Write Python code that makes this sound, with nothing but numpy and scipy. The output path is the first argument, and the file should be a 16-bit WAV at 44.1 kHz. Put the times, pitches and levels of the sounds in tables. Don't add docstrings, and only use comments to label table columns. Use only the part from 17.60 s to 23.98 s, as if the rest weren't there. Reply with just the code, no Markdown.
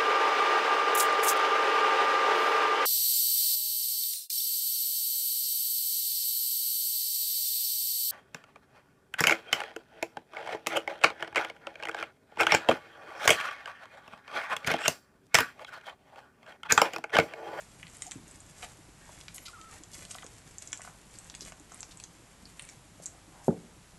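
import sys
import numpy as np
from scipy import signal
from scipy.fft import rfft, irfft
from scipy.io import wavfile
from scipy.ndimage import uniform_filter1d

SR = 44100
rng = np.random.default_rng(int(sys.argv[2]) if len(sys.argv) > 2 else 0)


def transcribe(signal):
    frames = np.atleast_2d(signal).T
    limited = np.clip(frames, -1, 1)
    pcm = np.round(limited * 32767).astype(np.int16)
    wavfile.write(sys.argv[1], SR, pcm)


N = 281431

# frequency in Hz, relative level in dB per Hz.
AIR_SPECTRUM = [(12, -27), (20, -6), (48, -3.5), (114, 0.5), (307, -9), (510, -11.5), (783, -11),
                (2000, -16.5), (4460, -20.5), (7820, -20.5), (11100, -23), (12000, -24.5)]
AIR_DB = -57
# frequency in Hz, time to fall by 60 dB in seconds.
ROOM_DECAY = [(150, 0.51), (600, 0.49), (2000, 0.18), (8000, 0.23)]
# pitch in Hz, level in dB.
FLOOR_BOOMS = [(101, -72), (167, -67), (305, -69.5)]
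# time of fastest movement in seconds, length in seconds,
# strength in dB before the rustle's own settings.
BODY_SHIFTS = [(.01, 0.15, -54.5), (0.423, 0.58, -54.5), (0.74, 0.34, -57), (1.038, 0.54, -55.5),
               (1.552, 0.36, -56), (1.844, 1, -57), (2.146, 0.17, -52.5), (2.383, 0.2, -50.5),
               (2.52, 0.58, -54.5), (3.128, 1, -56), (3.62, 0.77, -59), (3.839, 0.16, -54),
               (4.155, 0.17, -54), (4.374, 0.6, -61.5), (5, 0.44, -58.5)]
SHIFT_RISE, STIR_DB = 0.5, -67.5
# frequency in Hz, relative level in dB per Hz.
FUR_SPECTRUM = [(500, -10.5), (1500, -14.5), (4500, -7), (6000, -4), (7600, -3), (9000, -5.5),
                (12000, -9.5)]
# frequency in Hz, relative level in dB per Hz.
RUB_SPECTRUM = [(100, 10), (300, 2), (900, -1.5), (2200, 3.5), (4000, -7.5), (8000, -23)]
# start in seconds, length in seconds, level in dB,
# centre of the scrape in Hz.
SCUFF_EVENTS = [(1.02, 0.023, -44.5, 2100), (1.025, 0.024, -45.5, 870), (1.044, 0.0087, -46, 2880),
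                (1.379, 0.15, -64.5, 1560), (1.739, 0.036, -46, 10000), (1.849, 0.028, -46, 3660),
                (2.122, 0.057, -61, 806), (2.331, 0.019, -47.5, 5070), (2.347, 0.009, -46.5, 8800),
                (2.518, 0.0082, -49, 7500), (2.557, 0.0086, -49, 7400), (3.803, 0.034, -50, 5100),
                (4.125, 0.031, -59, 1190), (4.306, 0.024, -53, 4140), (5.015, .1, -63, 2180),
                (5.418, 0.032, -52, 7300), (5.509, 0.094, -63, 800), (5.7, 0.17, -61, 825),
                (5.828, 0.06, -56, 7650)]
# start in seconds, level in dB, pitch in Hz.
TAP_EVENTS = [(0.5567, -37.5, 167), (0.5612, -46, 250), (0.671, -55.5, 318), (1.4925, -50, 800),
              (2.552, -43.5, 940), (2.6315, -45, 1130), (2.645, -48.5, 373), (2.859, -48, 172),
              (3.1297, -46, 1600), (3.195, -47.5, 830), (3.207, -48.5, 1390), (3.2488, -46.5, 1056),
              (3.2758, -44, 1030), (3.819, -47.5, 296), (3.921, -49, 856.3), (4.119, -49, 940),
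              (4.2298, -50, 1090), (4.829, -49, 157), (5.399, -48, 428)]
# start in seconds, length in seconds,
# lowest pitch in Hz, depth of the dip in Hz, level at the lowest pitch in dB.
SQUEAK_EVENTS = [(0.46, 0.036, 712, 204, -50), (1.818, .054, 11200, 800, -59)]
# time in seconds, pitch in Hz.
WHIMPER_CURVES = [
    [(1.876, 1330), (1.885, 1430), (1.897, 1170), (1.908, 1010)],
    [(1.931, 1330), (1.940, 1460), (1.960, 1300), (1.972, 1270), (1.980, 1080), (1.992, 1375),
     (2.005, 1290), (2.039, 1295), (2.048, 1385), (2.058, 1290), (2.081, 1345), (2.102, 1270),
     (2.114, 1150), (2.132, 1330)],
]
WEAKEN_DB_PER_HZ, TIRE_DB_PER_S = -0.0173, -24
# time
# in seconds, peak level in dB before # filtering, pitch of the contact in Hz.
KNOCK_CONTACTS = [(5.8817, -11, 420), (5.8896, -12, 265), (5.8946, -15, 205), (5.9075, -26, 230),
                  (5.9275, -31, 380)]
# start in seconds, level in dB, pitch in Hz.
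RATTLE_EVENTS = [(5.882, -45, 1480), (5.903, -46.5, 1270)]
# pitch in Hz, starting level in dB before the knock's own settings,
# time to fall by 60 dB in seconds.
PANEL_NOTES = [(101.5, -36, 0.36), (177, -31.5, 0.33), (240, -23, 0.16), (291.5, -30.5, 0.27),
               (402, -29, 0.052), (448, -25, 0.22), (494, -40, 0.26), (548, -25.5, 0.11), (670, -39, 0.18),
               (750, -38.5, 0.21), (841, -32.5, 0.1)]
# start in seconds, level in dB, pitch in Hz.
TICK_EVENTS = [(.369, -48, 8800), (0.467, -44, 6650), (.68, -53, 7600), (.712, -50.5, 7350),
               (.804, -50.5, 7460), (1.747, -47.5, 9800), (2.643, -50, 6800), (2.9834, -41.5, 6830),
               (3.0748, -44, 6350), (3.12, -47, 6550), (3.1745, -46, 7308), (3.556, -54, 5500),
               (3.587, -43, 7300), (3.998, -54.5, 7500), (4.121, -49, 6760), (4.1447, -46.5, 8400),
               (4.206, -41.5, 7100), (4.373, -49.5, 7500), (4.855, -49, 4900), (5.0227, -45.5, 9000),
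               (5.051, -50, 8240), (5.098, -50, 6460), (5.4584, -36.5, 7200), (5.463, -38.5, 7000)]
# start in seconds, cavity level in dB, cavity pitch in Hz,
# snap level in dB, snap pitch in Hz.
SMACK_EVENTS = [(0.2291, -42, 2330, -65, 7500), (0.2682, -49.5, 3030, -66, 7500),
                (.28, -55, 2700, -59, 8150), (.421, -44, 2640, -35, 7100), (0.5115, -46, 3600, -42.5, 7100),
                (0.518, -43, 2660, -40.5, 7350), (1.6115, -49.5, 3640, -53, 6730),
                (1.682, -43.5, 2570, -48, 5460), (1.7812, -45.5, 2620, -47.5, 6900),
                (1.8828, -47, 3500, -53, 6900), (2.0136, -52.5, 3180, -53, 6640),
                (2.236, -54, 4470, -47, 6670), (2.4516, -48, 3900, -49, 7600),
                (2.509, -45.5, 3600, -48, 7300), (2.513, -50, 3330, -39.5, 7400),
                (2.546, -46, 3600, -56, 6700), (2.5842, -45, 2740, -59, 7600),
                (2.624, -48.5, 2700, -57, 6100), (2.6648, -53, 3700, -47.5, 7050),
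                (3.0234, -53.5, 2980, -43.5, 7100), (3.1296, -37, 2420, -33.5, 6480),
                (3.218, -50, 2010, -45, 7100), (3.6991, -46, 4220, -45.5, 6150),
                (3.7414, -49.5, 2700, -59, 7300), (3.75, -46, 3250, -43.5, 7070),
                (3.8084, -51, 3870, -39.5, 6100), (3.8504, -54.5, 3600, -48.5, 7150),
                (3.9215, -49, 2050, -52.5, 6240), (4.23, -47, 3100, -41.5, 5760),
                (4.4, -49, 3600, -48.5, 7950), (4.4383, -49.5, 4400, -42, 6540),
                (4.9952, -42, 2830, -45, 8150), (5.0896, -51.5, 3130, -48.5, 6950)]
EDGE_HZ = 11850


def amp(db):
    return 10 ** (np.asarray(db) / 20)


def evened(x):
    return x / np.sqrt(np.mean(x ** 2) + 1e-20)


def read(points, hz):
    f, value = np.transpose(points)
    return np.interp(np.log(hz + 1), np.log(f + 1), value)


def add(mix, s, sound):
    part = mix[round(s * SR):][:len(sound)]
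    part += sound[:len(part)]


def coloured(x, spectrum):
    gain = amp(read(spectrum, np.fft.rfftfreq(len(x), 1 / SR)))
    return evened(irfft(rfft(x) * gain, len(x)))


def grains(size, per_s, spread_db):
    strength = amp(spread_db * np.minimum(rng.exponential(1, size), 4))
    present = rng.random(size) < per_s / SR
    return evened(rng.standard_normal(size) * strength * present)


def levelled(ring):
    return ring / np.sqrt(np.sum(ring ** 2) / (.004 * SR))


def pop(push, hz, q):
    b, a = signal.iirpeak(hz, q, fs=SR)
    once = signal.lfilter(b, a, push)
    return levelled(signal.lfilter(b, a, once))


def burst(push, hz, octaves):
    edges = hz * 2 ** (np.array([-.5, .5]) * octaves)
    band = signal.butter(3, edges, "band", fs=SR, output="sos")
    return levelled(signal.sosfilt(band, push))


def crack(crackle_s=0.00097):
    t = np.arange(1024) / SR
    crackle = rng.standard_normal(len(t)) * np.exp(-t / crackle_s)
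    return (t == 0) + .2 * crackle


def whistle(hz, jitter=0.0045, fade_s=0.0021):
    waver = 1 + jitter * evened(uniform_filter1d(rng.standard_normal(len(hz)), size=100))
    phase = 2 * np.pi * np.cumsum(hz * waver) / SR
    fades = signal.windows.tukey(len(hz), 2 * fade_s * SR / len(hz))
    return evened(np.sin(phase)) * fades


def room(x, near_db, near_s, tail_db):
    t = np.arange(SR // 2) / SR
    reflections = rng.standard_normal(len(t)) * (rng.random(len(t)) < .2)
    near = reflections * np.exp(-t / near_s) * (t > .001)
    hz, at, z = signal.stft(rng.standard_normal(len(t)) * (t > .012), SR, nperseg=256)
    fading = z * amp(-60 * at / read(ROOM_DECAY, hz)[:, None])
    tail = signal.istft(fading, SR, nperseg=256)[1][:len(t)]
    echo = amp(near_db) * near / np.linalg.norm(near) + amp(tail_db) * tail / np.linalg.norm(tail)
    return signal.fftconvolve(x, echo)[:N]


def wandering(x, turn_s=0.372):
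    angle = np.pi * np.arange(N) / SR / turn_s
    paths = [x * np.cos(angle + np.pi * k / 3) * np.sqrt(2 / 3) for k in range(3)]
    echoes = sum(room(path, near_db=-8.0, near_s=0.0069, tail_db=-12.5) for path in paths)
    return evened(echoes) * np.std(x)


def air(hum_hz=49, hum_db=-67):
    hum = amp(hum_db) * evened(np.sin(2 * np.pi * hum_hz * np.arange(N) / SR))
    return amp(AIR_DB) * coloured(rng.standard_normal(N), AIR_SPECTRUM) + hum


def booms(q=4.15):
    out = np.zeros(N)
    for hz, db in FLOOR_BOOMS:
        nudges = grains(N, per_s=22, spread_db=0.0)
        out += amp(db) * evened(pop(nudges, hz, q))
    return out


def motion():
    t, power = np.arange(N) / SR, amp(STIR_DB) ** 2
    for s, length, db in BODY_SHIFTS:
        start, end = s - SHIFT_RISE * length, s + (1 - SHIFT_RISE) * length
        speed = np.interp(t, [start, s, end], [0, 1, 0])
        power = power + amp(db) ** 2 * speed ** 2
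    return np.sqrt(power)


def rustle(hiss_db=-4, rub_db=-7.0, snag_db=-12, snag_hz=7300, rub_follow=0.96, catch_db=3.0, catch_s=.025):
    catch = evened(np.interp(np.arange(N) / SR / catch_s, np.arange(2048), rng.standard_normal(2048)))
    brisk = motion() * amp(catch_db * catch)
    mean = np.sqrt(np.mean(brisk ** 2))
    hiss = amp(hiss_db) * coloured(grains(N, per_s=3200, spread_db=4.0), FUR_SPECTRUM)
    snags = amp(snag_db) * evened(burst(grains(N, per_s=83, spread_db=0.0), snag_hz, 0.57))
    rub = amp(rub_db) * coloured(grains(N, per_s=1800, spread_db=3.0), RUB_SPECTRUM)
    rub_gain = mean * evened(brisk ** rub_follow)
    return brisk * (hiss + snags) + rub_gain * rub


def scuffs(hiss_db=-7, q=1.06):
    out = np.zeros(N)
    for s, length, db, hz in SCUFF_EVENTS:
        size = round(length * SR)
        hiss = coloured(rng.standard_normal(size), FUR_SPECTRUM)
        scrape = evened(pop(grains(size, per_s=3200, spread_db=1.5), hz, q))
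        soft_ends = signal.windows.tukey(size, .5)
        add(out, s, amp(db) * evened(scrape + amp(hiss_db) * hiss) * soft_ends)
    return out


def taps(octaves=1.21):
    out = np.zeros(N)
    for s, db, hz in TAP_EVENTS:
        add(out, s, amp(db) * burst(signal.unit_impulse(2048), hz, octaves))
    return out


def squeaks(ends_db=-6):
    out = np.zeros(N)
    for s, length, low_hz, dip_hz, db in SQUEAK_EVENTS:
        bend = np.linspace(-1, 1, round(length * SR)) ** 2
        add(out, s, amp(db + ends_db * bend) * whistle(low_hz + dip_hz * bend))
    return out


def whimpers(db=-51.0, top_hz=1400):
    out = np.zeros(N)
    for curve in WHIMPER_CURVES:
        at, pitch = np.transpose(curve)
        t = np.arange(at[0], at[-1], 1 / SR)
        hz = uniform_filter1d(np.interp(t, at, pitch), size=200)
        level_db = db + WEAKEN_DB_PER_HZ * (top_hz - hz) + TIRE_DB_PER_S * (t - at[0])
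        add(out, at[0], amp(level_db) * whistle(hz))
    return out


def contact(s, db, hz):
    u = 2 * np.pi * hz * (np.arange(N) / SR - s)
    return -amp(db) * u * np.exp((1 - u ** 2) / 2)


def knock(ring_db=-2, build_s=0.0023, low_hz=105, high_hz=1000, rattle_s=0.0056, rattle_octaves=0.45):
    t = np.arange(SR // 2) / SR
    contacts = sum(contact(*row) for row in KNOCK_CONTACTS)
    out = signal.sosfilt(signal.butter(9, high_hz, fs=SR, output="sos"), contacts)
    ring = sum(amp(db - 60 * t / t60) * np.sin(2 * np.pi * hz * t) for hz, db, t60 in PANEL_NOTES)
    build_up = 1 - np.exp(-t / build_s)
    add(out, KNOCK_CONTACTS[0][0], amp(ring_db) * ring * build_up)
    for s, db, hz in RATTLE_EVENTS:
        add(out, s, amp(db) * burst(crack(rattle_s), hz, rattle_octaves))
    return signal.sosfilt(signal.butter(2, low_hz, "high", fs=SR, output="sos"), out)


def ticks(octaves=0.47, dry_db=-11, dry_hz=5800):
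    out = np.zeros(N)
    for s, db, hz in TICK_EVENTS:
        tick = burst(crack(), hz, octaves)
        wide_hiss = amp(dry_db) * burst(crack(), dry_hz, 1.57)
        add(out, s, amp(db) * (tick + wide_hiss))
    return out


def smacks(split=1.247, cavity_octaves=0.52, snap_octaves=0.58, jaw_db=-12, jaw_hz=1150, jaw_octaves=1.0):
    out = np.zeros(N)
    for s, cavity_db, cavity_hz, snap_db, snap_hz in SMACK_EVENTS:
        push = crack()
        lower = burst(push, cavity_hz / split, cavity_octaves)
        upper = burst(push, cavity_hz * split, cavity_octaves)
        jaw = amp(jaw_db) * burst(push, jaw_hz, jaw_octaves)
        mouth = (lower + upper) / np.sqrt(2) + jaw
        snap = burst(push, snap_hz, snap_octaves)
        add(out, s, amp(cavity_db) * mouth + amp(snap_db) * snap)
    return out


def scene(echo_db=-3):
    background = air() + booms()
    puppies = rustle() + scuffs() + taps() + ticks() + smacks()
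    puppies_echo = amp(echo_db) * wandering(puppies)
    whine = squeaks() + whimpers()
    whine_echo = room(whine, near_db=-26, near_s=0.0072, tail_db=-19)
    thud = knock()
    thud_echo = room(thud, near_db=-22, near_s=0.027, tail_db=-23.5)
    mix = background + puppies + puppies_echo + whine + whine_echo + thud + thud_echo
    return mix[None]


def record(dry, port_hz=7300, port_q=9, port_db=-8):
    b, a = signal.iirpeak(port_hz, port_q, fs=SR)
    heard = dry + amp(port_db) * signal.lfilter(b, a, dry)
    band_limit = signal.firwin(601, EDGE_HZ, window=("kaiser", 8), fs=SR)
    return signal.oaconvolve(heard, band_limit[None], "same")


dry = scene()
out = record(dry)
transcribe(out)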